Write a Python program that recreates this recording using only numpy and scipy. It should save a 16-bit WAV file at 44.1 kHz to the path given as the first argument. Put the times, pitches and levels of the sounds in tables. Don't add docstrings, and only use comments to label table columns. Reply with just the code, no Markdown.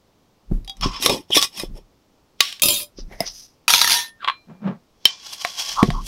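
import sys
import numpy as np
from scipy import signal
from scipy.fft import rfft, irfft
from scipy.io import wavfile
from scipy.ndimage import uniform_filter1d

SR = 44100
rng = np.random.default_rng(int(sys.argv[2]) if len(sys.argv) > 2 else 0)


def file_out(sig):
    cols = np.atleast_2d(sig).T
    lim = np.clip(cols, -1, 1)
    pcm = np.round(lim * 32767).astype(np.int16)
    wavfile.write(sys.argv[1], SR, pcm)


N = 267898
TIME = np.arange(N) / SR

# (peak time [s], rise [s], fall [s], scrape level [dB], hollow grinding level [dB])
TURNS = [(0.83, 0.011, 0.08, -22.5, -24.5), (0.97, 0.15, 0.099, -33, -38),
         (1.052, 0.046, 0.04, -14.5, -35.5), (1.11, 0.042, 0.082, -22.5, -20),
         (1.366, 0.04, 0.047, -11.5, -29.5), (1.44, 0.023, 0.024, -18, -56),
         (1.6, 0.062, 0.054, -28, -36.5), (1.77, 0.033, 0.043, -49.5, -44.5)]
# (peak time [s], rise [s], fall [s], crunch level [dB], fizz of cracking crystals [dB])
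DIGS = [(5.08, 0.031, 0.18, -31, -73), (5.27, 0.089, 0.1, -33, -47), (5.335, 0.046, 0.037, -27, -35.5),
        (5.42, 0.055, 0.36, -28, -40), (5.597, 0.028, 0.083, -19, -30), (5.69, 0.1, 0.21, -23, -36.5),
        (6.068, 0.021, 0.14, -28, -28)]
# (peak time [s], rise [s], fall [s], rub level [dB], fizz level [dB])
LID_SLIDES = [(2.99, 0.025, 0.041, -38.5, -63.5), (3.272, 0.032, 0.056, -28.5, -45),
              (3.39, 0.24, 0.12, -43.5, -45)]
# (peak time [s], rise [s], fall [s], level [dB])
THREAD_SQUEALS = [(1.33, 0.016, 0.027, -13)]
BAND_SLIDES = [(2.43, 0.028, 0.14, -26.5)]
LID_SCUFFS = [(3.13, 0.034, 0.06, -42), (3.22, 0.035, 0.056, -33.5)]
SPOON_SLIDES = [(4.232, 0.029, 0.096, -34.5)]
JAR_DRAGS = [(4.5, 0.031, 0.086, -37.5), (4.68, 0.06, 0.073, -20)]
SQUEAKS = [(5.804, 0.043, 0.041, -17), (5.95, 0.025, 0.074, -33)]
GRIPS = [(0.53, 0.044, 0.13, -21.5), (0.85, 0.062, 0.11, -19.5), (1.72, 0.099, 0.11, -29.5),
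         (3.03, 0.089, 0.3, -35), (5.95, 0.18, 0.2, -24.5)]
# (time [s], pitch [Hz])
SPOON_GLIDE = [(4.21, 1630), (4.24, 1080)]
# (time [s], level [dB])
BAND_WOBBLE = [(2.625, -23.5), (2.721, -18.5), (2.832, -31.5), (2.863, -72)]
LID_WOBBLE = [(3.684, -15.5), (3.749, -17), (3.88, -24), (3.913, -13.5), (4.0, -25.5), (4.1, -51.5)]
# (time [s], level [dB])
THREAD_CATCHES = [(0.647, -36.5), (0.769, -38), (0.811, -19.5), (1.025, -6.5), (1.061, 3), (1.096, -3.5),
                  (1.306, -22), (1.372, 1.5), (1.416, -6.5), (1.426, -1), (1.598, -11.5)]
BAND_PINGS = [(0.677, -25.5), (0.696, -21)]
BAND_LANDING = [(2.4054, 6), (2.526, -22.5), (2.597, -27)]
BAND_BOUNCES = [(2.62, 0), (2.634, 0), (2.657, -5), (2.685, -2.5), (2.704, -13.5)]
LID_RELEASE = [(3.2048, -0.91)]
SPOON_TAPS = [(4.245, -17), (4.276, -14), (4.284, -10), (4.298, -15)]
SPOON_CLINK = [(5.0543, 11.5)]
SPOON_KNOCKS = [(5.449, 0.5), (5.8293, 1.5), (5.9035, -8.5)]
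# (time [s], level [dB], pitch of the clack [Hz])
LID_BOUNCES = [(3.68, -4, 2450), (3.703, -6.5, 3410), (3.737, -3.5, 2310), (3.815, -3.5, 3900),
               (3.844, -8, 1870), (3.875, -7.5, 1710), (3.897, -16.5, 3350)]
# (time [s], level [dB], pitch [Hz])
BUMPS = [(0.514, -15, 165), (0.855, -11, 156), (1.061, -2.5, 503), (1.097, -10, 505), (1.303, -19.5, 347),
         (1.367, -10.5, 313), (1.635, -23, 328.4), (2.986, -29.5, 313), (3.113, -33, 395),
         (3.205, -24.5, 187), (5.8283, -1, 220), (5.88, -10, 153)]

# (pitch [Hz], level [dB])
BAND_MODES = [(587, -11), (2433, -10), (3682, -3), (3924, -3), (4980, -6), (7294, -5), (8802, -5),
              (9927, -6), (10105, -5), (10702, -8), (11371, -2)]
LID_MODES = [(956, -1.5), (3368, -1), (3672, -6), (5604, -7), (6226, -6), (9450, -9), (10050, -4),
             (11320, -11)]
# (pitch [Hz], level [dB], time to fall 60 dB [s], start of rolling [s])
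BAND_RIM = (3327, -22, .3, 2.68)
LID_RIM = (1812, -14, .33, 3.84)
# (pitch [Hz], level [dB], time to fall 60 dB [s])
BAND_ON_JAR = [(781, -11, .2), (3321, -1, .08), (3770, -2, .09), (4800, -5, .06)]
BAND_HELD = [(1134, 1.1, 0.12), (3740, 5.7, 0.12), (5130, 2, 0.0085)]
LID_HELD = [(660, 13.4, 0.044), (2066, 3.7, 0.028), (5090, 17.8, 0.013)]
SPOON_MODES = [(1082, 11, .037), (2385, -29, .7), (3320, 6, .025), (2387.5, -29, .7), (4085, -20, .3)]
GLASS_MODES = [(2385, -42, .35), (3079, -26, .15), (3110, 0, .026), (5400, -7, .022)]
GLASS_IN_SUGAR = [(716, -4.5, 0.039), (1078, -6, 0.036), (2040, 16, 0.0028)]
# (pitch [Hz], width [Hz], level [dB])
THREAD_PEAKS = [(3460, 520, 4.5), (5510, 310, 9.5)]
SQUEAL_PEAK = [(3147, 600, 0)]
JAR_AIR = [(350, 170, 0), (570, 240, 1.5), (850, 220, 1)]
JAR_SHUT = [(1080, 150, 0)]
LID_PEAKS = [(5250, 320, 0.0016), (5760, 700, 0.0037)]
SUGAR_PEAKS = [(1140, 61, -6), (3410, 200, 5)]
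TABLE_PEAKS = [(212, 53, -0.5), (790, 4800, 6)]
# (frequency [Hz], level [dB])
THREAD_NOISE = [(300, -7), (1450, -13.5), (2900, 2), (5800, 0.5), (7500, -10), (11000, -7.5),
                (15900, -21.5)]
BAND_NOISE = [(1100, -11), (1800, -25), (2600, -4), (4000, -3), (7800, -10.5), (10000, 0.5), (15900, -8.5)]
LID_NOISE = [(500, -13.5), (1000, -5.5), (3300, 7), (6200, 4), (7800, -8), (11500, -1), (15900, -13.5)]
TABLE_NOISE = [(200, -14), (1000, -6.5), (3700, 14), (6800, -0.5), (15900, -14)]
SUGAR_NOISE = [(350, -26), (700, -12), (2000, -13), (5600, 0), (7400, -12), (12000, -15), (15900, -27)]
SPOON_NOISE = [(200, -56.5), (1000, 15.5), (3800, 13.5), (5500, -11), (15000, -33)]
RUMBLE = [(15, -12.5), (35, 16.5), (60, -13.5), (200, -10), (1500, -59.5)]
ROOM_AIR = [(250, -4), (1100, -14), (1600, -21.5), (5500, -22.5), (9000, -33)]

BAND_FREE_S, TIGHT_FIZZ_DB = 1.0, -15.5
RING_ONSET_S = 0.0038
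CONTACT_S = 0.035
MODE_SPACING_HZ = 110
EDGE_HZ = 15850


def unscrewing():
    pings = strike(BAND_PINGS, BAND_ON_JAR, THREAD_NOISE, ring_db=-3.0, crack_db=-9)
    scraping, grinding = strokes(TURNS)
    tight = TIME < BAND_FREE_S
    body, fizz = split(rub(THREAD_NOISE, THREAD_PEAKS, clump_db=2.5, peaks_db=-3.5))
    fizz_gain = amp(np.where(tight, TIGHT_FIZZ_DB, 1.5))
    scrape = scraping * (body + fizz * fizz_gain)
    scrape += strike(THREAD_CATCHES, BAND_HELD, THREAD_NOISE, ring_db=-14.0, crack_db=-3.0, crack_t60=0.0076)
    grit = grains(per_s=900, spread_db=2.0)
    shut = resonate(grit, JAR_SHUT)
    loose = resonate(resonate(grit, JAR_AIR), JAR_AIR, waver_db=2.0)
    hollow = grinding * np.where(tight, evened(shut), evened(loose))
    squeal_tone = resonate(resonate(rng.standard_normal(N), SQUEAL_PEAK), SQUEAL_PEAK)
    squeal = strokes(THREAD_SQUEALS) * evened(squeal_tone)
    return pings + squeal + hollow + amp(-3) * scrape + amp(-4.5) * overtones(scrape, t60=.04)


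def screw_band():
    out = strike(BAND_LANDING, BAND_HELD, TABLE_NOISE, ring_db=-17.5, crack_db=-1.5, tail_db=-32.0)
    out += strokes(BAND_SLIDES) * rub(TABLE_NOISE, THREAD_PEAKS, clump_db=0.5, peaks_db=-7)
    return out + rattle(BAND_BOUNCES, BAND_WOBBLE, BAND_MODES, BAND_RIM, BAND_NOISE,
                        direct_db=-5.5, haze_db=-3, ring_db=-9, t60=.13)


def flat_lid():
    out = strike(LID_RELEASE, LID_HELD, BAND_NOISE, ring_db=-4.0, crack_db=-18.5)
    scuff_peaks = [(hz, 300, 0) for hz, _, _ in LID_HELD[:2]]
    out += strokes(LID_SCUFFS) * rub(LID_NOISE, scuff_peaks, clump_db=0.5, peaks_db=11.0)
    slipping, fizzing = strokes(LID_SLIDES)
    body, fizz = split(rub(SUGAR_NOISE, LID_PEAKS, clump_db=2.0, peaks_db=5.0))
    out += slipping * body + fizzing * evened(fizz)
    for s, db, hz in LID_BOUNCES:
        clack = ring([(hz, 0, .02), (hz * 1.08, 0, .02), (1300, -2, .02)])
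        add(out, s, amp(db + 3) * clack)
    return out + rattle(LID_BOUNCES, LID_WOBBLE, LID_MODES, LID_RIM, LID_NOISE,
                        direct_db=-2.5, haze_db=-5, ring_db=-7, t60=0.12)


def spoon():
    out = strike(SPOON_TAPS, SPOON_MODES, SPOON_NOISE, ring_db=3.5, crack_db=-1.5)
    glide_hz = np.interp(TIME, *np.transpose(SPOON_GLIDE))
    out += strokes(SPOON_SLIDES) * rub(SPOON_NOISE, [(glide_hz, 150, 0)], clump_db=2, peaks_db=6)
    out += strike(SPOON_CLINK, GLASS_MODES, TABLE_NOISE, ring_db=-3.0, crack_db=-8.5,
                  crack_t60=0.0094, tail_db=-56)
    return out + strike(SPOON_KNOCKS, GLASS_IN_SUGAR, TABLE_NOISE, ring_db=7.5, crack_db=-17.5)


def sugar():
    crunching, cracking = strokes(DIGS, roundness=0.67)
    body, fizz = split(rub(SUGAR_NOISE, SUGAR_PEAKS, clump_db=2.2, peaks_db=-6))
    cavity = [(1074, 290, 0)]
    squeak_tone = resonate(resonate(rng.standard_normal(N), cavity), cavity)
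    squeak = strokes(SQUEAKS, roundness=3) * evened(squeak_tone)
    return crunching * body + cracking * evened(fizz) + squeak


def handling():
    out = strokes(GRIPS) * evened(colour(rng.standard_normal(N), RUMBLE))
    for s, db, hz in BUMPS:
        t60 = 11 / hz
        spectrum = [(hz / 10, -18), (hz, 0), (hz * 2, -4), (hz * 20, -65)]
        shudder = colour(rng.standard_normal(SR) * dying(t60), spectrum)
        add(out, s, amp(db) * (ring([(hz, 0, t60)]) + amp(-3.5) * shudder))
    judder = resonate(grains(per_s=1100, spread_db=-4.5), TABLE_PEAKS)
    return out + strokes(JAR_DRAGS) * evened(colour(judder, [(70, -34), (170, 8.0), (9000, -27)]))


def kitchen(x, wet_db, t60):
    reflections = rng.standard_normal(SR) * dying(t60) * (TIME[:SR] > .004)
    return x + amp(wet_db) * through(x, reflections)


def room_air():
    return amp(-60.5) * evened(colour(rng.standard_normal(N), ROOM_AIR))


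def rattle(bounces, settling, modes, rim, noise, direct_db, haze_db, ring_db, t60):
    hits_per_s = np.interp(TIME, [settling[0][0], settling[-1][0]], [60, 170])
    since_hit = np.cumsum(hits_per_s * unsteady(4, size=800)) / SR % 1
    pressure = follow(settling) * evened(np.exp(-since_hit / .5))
    for s, db, *_ in bounces:
        add(pressure, s, amp(db) * dying(0.014))
    force = pressure * rng.standard_normal(N)
    contact = colour(force, noise)
    haze = overtones(contact, t60=0.08)
    tones = roving(force, lambda: ring([(hz, db, t60) for hz, db in modes], spread_db=4))
    rim_hz, rim_db, rim_t60, rolling_s = rim
    rim_tone = amp(rim_db) * through(force * (TIME > rolling_s), ring([(rim_hz, 0, rim_t60)]))
    return amp(direct_db) * contact + amp(haze_db) * haze + amp(ring_db) * tones + rim_tone


def strike(rows, modes, noise, ring_db, crack_db, crack_t60=.018, tail_db=-20, tail_t60=.14):
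    out = np.zeros(N)
    for s, db in rows:
        burst = rng.standard_normal(SR) * (dying(crack_t60) + amp(tail_db) * dying(tail_t60))
        crack = amp(crack_db) * colour(burst, noise)
        ringing = amp(ring_db) * ring(modes, spread_db=1)
        add(out, s, amp(db) * (crack + ringing))
    return out


def rub(noise, peaks, clump_db, peaks_db):
    force = grains(per_s=11000, spread_db=3) * unsteady(clump_db, size=500)
    direct = evened(colour(force, noise))
    resonant = evened(resonate(force, peaks, waver_db=.13))
    return evened(direct + amp(peaks_db) * resonant)


def grains(per_s, spread_db):
    size = amp(spread_db * np.minimum(rng.exponential(1, N), 3))
    return evened(size * rng.choice([-1, 1], N) * (rng.random(N) < per_s / SR))


def ring(modes, spread_db=0):
    t = TIME[:SR]
    weights = amp([db for _, db, _ in modes] + spread_db * rng.standard_normal(len(modes)))
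    waves = [np.sin(2 * np.pi * hz * t) * dying(t60) * (-1) ** k for k, (hz, _, t60) in enumerate(modes)]
    return weights @ waves / np.linalg.norm(weights) * (1 - dying(RING_ONSET_S))


def overtones(x, t60):
    present = rng.random(SR // 2 + 1) < 1 / MODE_SPACING_HZ
    return roving(x, lambda: irfft(present * rfft(rng.standard_normal(SR))) * dying(t60))


def roving(x, response, count=4):
    place = TIME // CONTACT_S % count
    return sum(through(x * (place == k), response()) for k in range(count))


def resonate(x, peaks, waver_db=0):
    out = 0
    for hz, width, db in peaks:
        drift = unsteady(waver_db, size=2500) if waver_db else np.ones(N)
        turn = np.exp(2j * np.pi * np.cumsum(hz * drift) / SR)
        response = dying(np.log(1000) / np.pi / width) * (1 - dying(RING_ONSET_S))
        out = out + amp(db) * (turn * through(x / turn, response)).imag
    return out


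def strokes(rows, roundness=1.4):
    power = 0
    for peak, rise, fall, *levels in rows:
        away = np.maximum((peak - TIME) / rise, (TIME - peak) / fall)
        shape = amp(-20 * np.minimum(away, 10) ** roundness)
        power = power + np.outer(amp(levels), shape) ** 2
    return np.squeeze(np.sqrt(power))


def follow(rows):
    s, db = np.transpose(rows)
    inside = (TIME >= s[0]) * (TIME <= s[-1])
    return uniform_filter1d(amp(np.interp(TIME, s, db)) * inside, size=200)


def unsteady(depth_db, size):
    return amp(depth_db * evened(through(rng.standard_normal(N), np.hanning(size))))


def split(x):
    return [signal.sosfilt(signal.butter(5, 6900, side, fs=SR, output="sos"), x) for side in ("low", "high")]


def colour(x, points):
    hz, db = np.transpose(points)
    bins = abs(np.fft.fftfreq(4096, 1 / SR))
    log_gain = np.log(amp(np.interp(np.log(bins + 1), np.log(hz + 1), db)))
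    return through(x, np.fft.ifft(np.exp(np.conj(signal.hilbert(log_gain)))).real)


def through(x, response):
    return signal.fftconvolve(x, response / np.linalg.norm(response))[:len(x)]


def dying(t60):
    return np.exp(-np.log(1000) * TIME[:SR] / t60)


def add(mix, s, sound):
    part = mix[round(s * SR):][:len(sound)]
    part += sound[:len(part)]


def evened(x):
    return x / np.sqrt(np.mean(x ** 2) + 1e-20)


def amp(db):
    return 10 ** (np.asarray(db) / 20)


def scene():
    things = unscrewing() + screw_band() + flat_lid() + spoon() + sugar() + handling()
    return (kitchen(things, wet_db=-13, t60=0.12) + room_air())[None]


def record(dry):
    clipped = np.clip(dry, -1, 1)
    low_pass = signal.firwin(511, EDGE_HZ, window=("kaiser", 8), fs=SR)
    return signal.oaconvolve(clipped, low_pass[None], "same")


dry = scene()
out = record(dry)
file_out(out)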